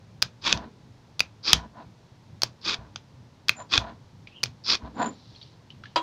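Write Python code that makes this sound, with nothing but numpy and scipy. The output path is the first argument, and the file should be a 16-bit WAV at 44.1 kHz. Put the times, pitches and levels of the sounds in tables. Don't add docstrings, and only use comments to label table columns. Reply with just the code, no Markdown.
import sys
import numpy as np
from scipy import signal
from scipy.fft import rfft, irfft, next_fast_len
from scipy.io import wavfile
from scipy.ndimage import map_coordinates

SR = 44100
rng = np.random.default_rng(int(sys.argv[2]) if len(sys.argv) > 2 else 0)


def put_to_file(sound):
    columns = np.atleast_2d(sound).T
    safe = np.clip(columns, -1, 1)
    whole_steps = np.round(safe * 32767)
    wavfile.write(sys.argv[1], SR, whole_steps.astype(np.int16))


N = 265482

# frequency in Hz, relative density in dB.
ROOM_AIR_SPECTRUM = [(15, -50.5), (25, -19), (114, -8.5), (242, -14.5), (427, -16.5), (734, -20),
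                     (962, -18.5), (1230, -25.5), (5570, -33), (16000, -51.5)]
# frequency in Hz, relative density in dB.
GRIP_SPECTRUM = [(30, -27.5), (60, -12), (115, 5.5), (170, -5.5), (240, -9), (900, -56.5)]
# middle in seconds, level in dB.
GRIP_SWELLS = [(0.17, -50.5), (0.87, -51), (1.88, -50), (2.34, -50), (3.19, -56.5), (4.2, -49.5),
               (4.49, -46), (5.3, -58.5), (5.789, -50)]
GRIP_DB, GRIP_SWELL_S = -55, 0.046

# touch in seconds, seating in seconds,
# level in dB, lower housing ring in dB and steel ring in dB (both relative to the level; seating only).
SEATINGS = [(0.22, 0.2241, -4.5, -17, -7.5), (1.194, 1.204, -7, -3.5, -10.5), (2.419, 2.433, -4, -24, -11),
            (3.4833, 3.493, -4.5, -3.5, -15), (4.432, 4.436, -5.5, -16.5, -14.5)]
TOUCH_DB = -9.5
# frequency in Hz, relative level in dB, 60 dB decay in seconds.
HOUSING_MODES = [(2490, 0, 0.0096), (3380, -3, 0.0043)]
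# frequency in Hz, relative level in dB, 60 dB decay in seconds.
STEEL_MODES = [(4000, -12.5, 0.004), (4505, 1, 0.0043), (4830, 4.5, 0.0053), (5470, -1.5, 0.004),
               (6340, -11, 0.005)]
# frequency in Hz, relative density in dB.
CRACK_SPECTRUM = [(60, -9.5), (300, -1.5), (1050, 10.5), (1650, 17.5), (2000, -2), (2500, 9), (6500, 13.5),
                  (8000, -9), (15000, -23)]
# frequency in Hz, relative density in dB.
SPARK_SPECTRUM = [(5000, -39.5), (7500, -3.5), (9800, 3.5), (11000, -6.5), (15000, -3)]
# frequency in Hz, relative density in dB.
RATTLE_SPECTRUM = [(300, -1), (2000, -6), (3500, -2), (6300, -4.5), (7800, -18.5), (15000, -33)]
CHATTER_DB = -5

# frequency in Hz, 60 dB decay in seconds.
ROOM_DECAY = [(150, 0.25), (1000, 0.23), (4500, 0.11), (8000, 0.07), (15000, 0.065)]

# start in seconds, end in seconds,
# steel hiss in dB, housing rasp in dB, closing click in dB.
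PULLS = [(0.415, 0.526, -32, -23.5, -1.5), (1.431, 1.531, -25.5, -26, 6.5),
         (2.612, 2.743, -31.5, -27.5, -16), (3.693, 3.777, -31.5, -22.5, -3),
         (4.64, 4.752, -23, -25.5, -14.5)]
# frequency in Hz, relative density in dB.
HISS_SPECTRUM = [(200, -37.5), (1100, -24.5), (2000, -30.5), (2950, -25.5), (3700, -1), (4800, 6.5),
                 (5500, 1.5), (6400, -16), (7500, -34.5), (9000, -48), (15000, -53.5)]
# frequency in Hz, relative density in dB.
RASP_SPECTRUM = [(100, -10.5), (350, -2), (700, -12.5), (1100, 0.5), (2100, -8), (2550, 0), (2900, -6.5),
                 (3400, 4.5), (4100, -7.5), (6500, -13), (7700, -23), (9000, -36), (15000, -42.5)]

# start in seconds, level in dB (lowered by JOLT_TRIM_DB).
JOLTS = [(0.527, -20.5), (1.535, -16.5), (2.783, -30.5), (3.777, -19.5), (4.828, -28.5)]
JOLT_TRIM_DB = -4.5

# start in seconds, length in seconds, rub level in dB, low drone level in dB.
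RUBS = [(0.538, 0.1, -33.5, -40), (1.559, 0.085, -36, -47.5), (1.794, 0.029, -41, -52),
        (2.753, 0.13, -45.5, -54), (3.599, .02, -37.5, -55.5), (3.811, 0.1, -34, -46.5),
        (4.843, 0.04, -41.5, -46), (5.008, 0.064, -24.5, -32)]
RUB_SAG_DB_PER_S, DRONE_SAG_DB_PER_S, DRONE_HOLD_S = 71, 23.5, 0.016
# frequency in Hz, width in Hz, relative level in dB.
CASE_MODES = [(683, 110, 0), (998, 41, 4.5), (1130, 86, -7), (1480, 85, -7), (1760, 140, -13)]
# frequency in Hz, width in Hz, relative level in dB.
CASE_LOW_MODES = [(222, 30, 2), (316, 19, -2.5), (418, 55, -10)]
# frequency in Hz, relative density in dB.
SKIN_SPECTRUM = [(150, -34.5), (400, -10), (1000, -4.5), (1600, -11), (2000, -17.5), (4200, -17),
                 (5500, -30), (6800, -16)]
# middle in seconds, level in dB,
# time to fall to 1/e in seconds.
HIGH_LINES = [(3.6, -44, 0.029), (5.053, -41, 0.055)]

# start in seconds, level in dB.
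BUMPS = [(0.574, -20.5), (2.959, -15.5), (4.458, -19.5)]

# start in seconds, level in dB, pitch in Hz.
TICKS = [(4.272, -34.5, 2420), (5.349, -47, 3300), (5.3608, -41.5, 4270), (5.396, -62, 3750),
         (5.414, -38.5, 3800), (5.427, -38.5, 4510), (5.703, -36.5, 3005), (5.837, -34, 1425),
         (5.8562, -35, 1710)]
# frequency in Hz, relative density in dB.
TAP_SPECTRUM = [(600, -5.5), (1500, -12.5), (3000, 7), (6000, -9), (8500, -54), (15000, -50)]

# time in seconds, relative level in dB, pitch in Hz.
SKATE = [(4.315, -59, 2550), (4.345, -56, 2750), (4.362, -52, 3050), (4.415, -57, 2900)]

# time in seconds, level in dB (lowered by SLEEVE_TRIM_DB).
RUSTLE = [(5.13, -61.5), (5.43, -57), (5.54, -66.5)]
SLEEVE_TRIM_DB = -1.5
# frequency in Hz, relative density in dB.
SLEEVE_SPECTRUM = [(1500, -41), (3000, -4.5), (4000, 3.5), (5800, -5), (9000, -44)]

# frequency in Hz, mean level in dB, 60 dB decay in seconds.
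KNOCK_MODES = [(323, -32, 0.33), (966, -15, 0.18), (1047, -26, 0.34), (1303, -19.5, 0.087),
               (1390, -17, 0.015), (3300, -32.5, 0.2), (4850, -20.5, 0.047)]

# frequency in Hz, gain in dB.
PORT_COLOUR = [(1550, -0.5), (2000, -1), (2450, -1.5), (2900, -1.5), (3350, 0), (4000, 1.5), (6500, -0.5),
               (8200, -6), (10000, -6)]
TOP_HZ = 15700


def amp(db):
    return 10 ** (np.asarray(db) / 20)


def unit(x):
    return x / np.sqrt(np.mean(x ** 2) + 1e-20)


def blow(x):
    return x / np.sqrt(np.sum(x ** 2) / (SR / 1000) + 1e-20)


def add(track, s, sound):
    part = track[round(s * SR):][:len(sound)]
    part += sound[:len(part)]


def along(points, hz):
    f, v = np.transpose(points)
    return np.interp(np.log(hz + 1), np.log(f + 1), v)


def filtered(x, response):
    m = next_fast_len(len(x) + 8192)
    return irfft(rfft(x, m) * response(np.fft.rfftfreq(m, 1 / SR)), m)[:len(x)]


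def low_pass(x, hz, order):
    return filtered(x, lambda f: 1 / (1 + (f / hz) ** order))


def coloured(x, spectrum):
    return unit(filtered(x, lambda hz: amp(along(spectrum, hz))))


def resonant(x, modes):
    def response(f):
        total = 0
        for k, (centre, width, db) in enumerate(modes):
            damping = 1j * f * width
            total = total + (-1) ** k * amp(db) * damping / (centre * centre - f * f + damping)
        return total
    return unit(filtered(x, response))


def narrow(hz, width_hz):
    drift = filtered(rng.standard_normal(N), lambda f: 1 / (1 + (f / width_hz) ** 4))
    phase = 2 * np.pi * np.cumsum(hz * np.ones(N)) / SR
    return unit(drift * np.sin(phase))


def wobble(rate):
    knots = rng.standard_normal(int(N * rate / SR) + 4)
    return map_coordinates(knots, [np.arange(N) * rate / SR])


def grit(rate, spread_db):
    slips = rng.random(N) < rate / SR
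    size = rng.standard_normal(N) * amp(spread_db * rng.standard_normal(N))
    return unit(slips * size)


def burst(spectrum, t, t60):
    return coloured(rng.standard_normal(len(t)), spectrum) * amp(-60 * t / t60)


def ring(modes, t):
    total = 0
    for hz, db, t60 in modes:
        level = amp(db + 2 * rng.standard_normal() - 60 * t / t60)
        total = total + level * np.sin(2 * np.pi * (hz * t + rng.random()))
    return total


def struck(modes, contact, t):
    push = blow(np.arange(len(t)) == round(.0008 * SR))
    force = push + amp(CHATTER_DB) * blow(contact * rng.standard_normal(len(t)))
    ringing = ring(modes, t) * (1 - np.exp(-t / .0004))
    return blow(signal.fftconvolve(force, ringing)[:len(t)])


def gestures(rows, fade):
    t, rows = np.arange(N) / SR, np.array(rows)
    outside = np.abs(t - np.clip(t, rows[0, 0], rows[-1, 0]))
    return amp(np.interp(t, rows[:, 0], rows[:, 1])) * np.exp(-outside / fade)


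def held(s, length, attack, sag_db, release):
    t = np.arange(N) / SR - s
    before, after = np.minimum(t, 0), np.maximum(t - length, 0)
    return amp(-sag_db * np.clip(t, 0, length)) * np.exp(-(before / attack) ** 2 - after / release)


def arch(start, end, crest, rise_db, ease_db):
    u = np.clip((np.arange(N) / SR - start) / (end - start), 0, 1)
    rise = rise_db * (1 - u / crest) ** 2
    ease = ease_db * ((u - crest) / (1 - crest)) ** 2
    drop = np.where(u < crest, rise, ease)
    return amp(-drop) * held(start, end - start, attack=0.0015, sag_db=-1.5, release=0.0086)


def click(lower_db, upper_db, steel_db, spark_db):
    t = np.arange(SR // 6) / SR
    contact = (1 - np.exp(-t / 0.00053)) * np.exp(-(t / 0.0022) ** 2)

    def cracked(spectrum):
        return blow(contact * coloured(rng.standard_normal(len(t)), spectrum))

    lower = amp(lower_db) * struck(HOUSING_MODES[:1], contact, t)
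    upper = amp(upper_db) * struck(HOUSING_MODES[1:], contact, t)
    steel = amp(steel_db) * struck(STEEL_MODES, contact, t)
    body = amp(3.0) * (lower + upper + steel)
    crack = amp(-9.5) * cracked(CRACK_SPECTRUM) + amp(spark_db) * cracked(SPARK_SPECTRUM)
    rattle = amp(-21) * blow(burst(RATTLE_SPECTRUM, t, t60=0.15))
    push = amp(-23) * blow(burst(GRIP_SPECTRUM, t, t60=0.26))
    return body + crack + rattle + push


def background():
    t = np.arange(N) / SR
    grip = amp(GRIP_DB + 1.1 * wobble(3.4))
    for s, db in GRIP_SWELLS:
        grip += amp(db) * np.exp(-((t - s) / GRIP_SWELL_S) ** 2)
    rumble = grip * coloured(rng.standard_normal(N), GRIP_SPECTRUM)
    return rumble + amp(-57.5) * coloured(rng.standard_normal(N), ROOM_AIR_SPECTRUM)


def seatings():
    out = np.zeros(N)
    for touch, seated, db, housing_db, steel_db in SEATINGS:
        first = click(lower_db=-20, upper_db=-13, steel_db=-6.5, spark_db=-15)
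        second = click(lower_db=housing_db, upper_db=-20.5, steel_db=steel_db, spark_db=-14)
        add(out, touch, amp(db + TOUCH_DB) * first)
        add(out, seated, amp(db) * second)
    return out


def room(x):
    out, t = np.zeros(N), np.arange(SR // 2) / SR
    for part in np.array_split(np.arange(N), 15):
        hz, frames, z = signal.stft(rng.standard_normal(len(t)), SR, nperseg=256)
        decay = amp(-60 * frames / along(ROOM_DECAY, hz)[:, None])
        tail = signal.istft(z * decay, SR, nperseg=256)[1][:len(t)]
        early = rng.standard_normal(len(t)) * amp(-60 * t / 0.018)
        answer = amp(-12.0) * early / np.linalg.norm(early) + amp(-18.5) * tail / np.linalg.norm(tail)
        answer = answer * (t > .003)
        add(out, part[0] / SR, signal.fftconvolve(x[part], answer))
    return out


def scrape():
    t = np.arange(SR // 40) / SR

    def sung(slips, modes):
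        return unit(low_pass(signal.fftconvolve(slips, ring(modes, t))[:N], hz=6270, order=10))

    judder = unit(amp(2.1 * wobble(300) + 1.1 * wobble(80)))
    hiss = amp(-1.5) * coloured(grit(rate=10000, spread_db=5.0), HISS_SPECTRUM)
    hiss += amp(-5.5) * sung(grit(rate=3900, spread_db=0.5), STEEL_MODES)
    rasp = amp(-2.0) * coloured(grit(rate=8600, spread_db=1.5), RASP_SPECTRUM)
    rasp += amp(-6.5) * sung(grit(rate=4000, spread_db=6.5), HOUSING_MODES)
    hissing, rasping = np.zeros(N), np.zeros(N)
    for start, end, hiss_db, rasp_db, _ in PULLS:
        hissing += amp(hiss_db) * arch(start, end, crest=0.65, rise_db=24, ease_db=11)
        rasping += amp(rasp_db) * arch(start, end, crest=0.64, rise_db=35.5, ease_db=3.5)
    return judder * (hissing * hiss + rasping * rasp)


def closing_clicks():
    out = np.zeros(N)
    for _, end, _, _, db in PULLS:
        add(out, end, amp(db) * click(lower_db=-14, upper_db=-10, steel_db=-15.5, spark_db=-37))
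    return out


def jolts():
    out, t = np.zeros(N), np.arange(SR // 2) / SR
    for s, db in JOLTS:
        shudder = ring([(62.0, -3.5, 0.33), (84, -7.5, 0.21), (165.4, -13.5, 0.33)], t)
        thump = amp(-7) * burst(GRIP_SPECTRUM, t, t60=0.17)
        onset = 1 - np.exp(-t / 0.0024)
        add(out, s, amp(db + JOLT_TRIM_DB) * onset * (shudder + thump))
    return out


def rubs():
    lumps = unit(amp(1.8 * wobble(80) + 1.2 * wobble(30)))
    rub = amp(-4.0) * resonant(grit(rate=2700, spread_db=1.5), CASE_MODES)
    rub += amp(-9.5) * coloured(grit(rate=1000, spread_db=3), SKIN_SPECTRUM)
    drone = resonant(rng.standard_normal(N), CASE_LOW_MODES)
    rubbing, droning = np.zeros(N), np.zeros(N)
    for s, length, rub_db, drone_db in RUBS:
        rubbing += amp(rub_db) * held(s, length, attack=0.032, sag_db=RUB_SAG_DB_PER_S, release=0.021)
        droning += amp(drone_db) * held(s, length + DRONE_HOLD_S, attack=0.042,
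                                        sag_db=DRONE_SAG_DB_PER_S, release=0.038)
    return low_pass(lumps * rubbing * rub + droning * drone, hz=5380, order=8)


def bumps():
    out = np.zeros(N)
    for s, db in BUMPS:
        bump = click(lower_db=-34, upper_db=-16, steel_db=-21.5, spark_db=-47)
        add(out, s, amp(db) * low_pass(bump, hz=7100, order=6))
    return out


def high_lines():
    t = np.arange(N) / SR
    swell = sum(amp(db) * np.exp(-((t - s) / length) ** 2) for s, db, length in HIGH_LINES)
    return swell * narrow(7110, width_hz=81)


def ticks():
    out, t = np.zeros(N), np.arange(SR // 8) / SR
    contact = np.exp(-t / 0.011)
    for s, db, hz in TICKS:
        tap = amp(1) * struck([(hz, 0, .014)], contact, t)
        tap += amp(-6.5) * blow(burst(TAP_SPECTRUM, t, t60=0.041))
        tap += amp(-8.5) * blow(burst(TAP_SPECTRUM, t, t60=0.4))
        add(out, s, amp(db) * tap)
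    return low_pass(out, hz=7700, order=8)


def skate():
    s, _, hz = np.transpose(SKATE)
    pitch = np.interp(np.arange(N) / SR, s, hz)
    return gestures(SKATE, fade=0.004) * amp(2.5 * wobble(90)) * narrow(pitch, width_hz=260)


def sleeve():
    cloth = coloured(grit(rate=5300, spread_db=0.0), SLEEVE_SPECTRUM)
    return amp(SLEEVE_TRIM_DB) * gestures(RUSTLE, fade=0.046) * cloth


def knock():
    out, t = np.zeros(N), np.arange(SR // 4) / SR
    clatter = amp(-22.5) * burst(TAP_SPECTRUM, t, t60=0.099) + amp(-17.5) * burst(SKIN_SPECTRUM, t, t60=0.14)
    add(out, 5.9597, ring(KNOCK_MODES, t) + clatter)
    return low_pass(out, hz=5930, order=6)


def scene():
    direct = seatings() + scrape() + closing_clicks() + bumps() + ticks() + skate() + sleeve() + knock()
    return (background() + direct + room(direct) + jolts() + rubs() + high_lines())[None]


def record(dry):
    heard = filtered(dry[0], lambda hz: amp(along(PORT_COLOUR, hz)))
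    return low_pass(np.clip(heard, -1, 1), hz=TOP_HZ, order=80)[None]


dry = scene()
out = record(dry)
put_to_file(out)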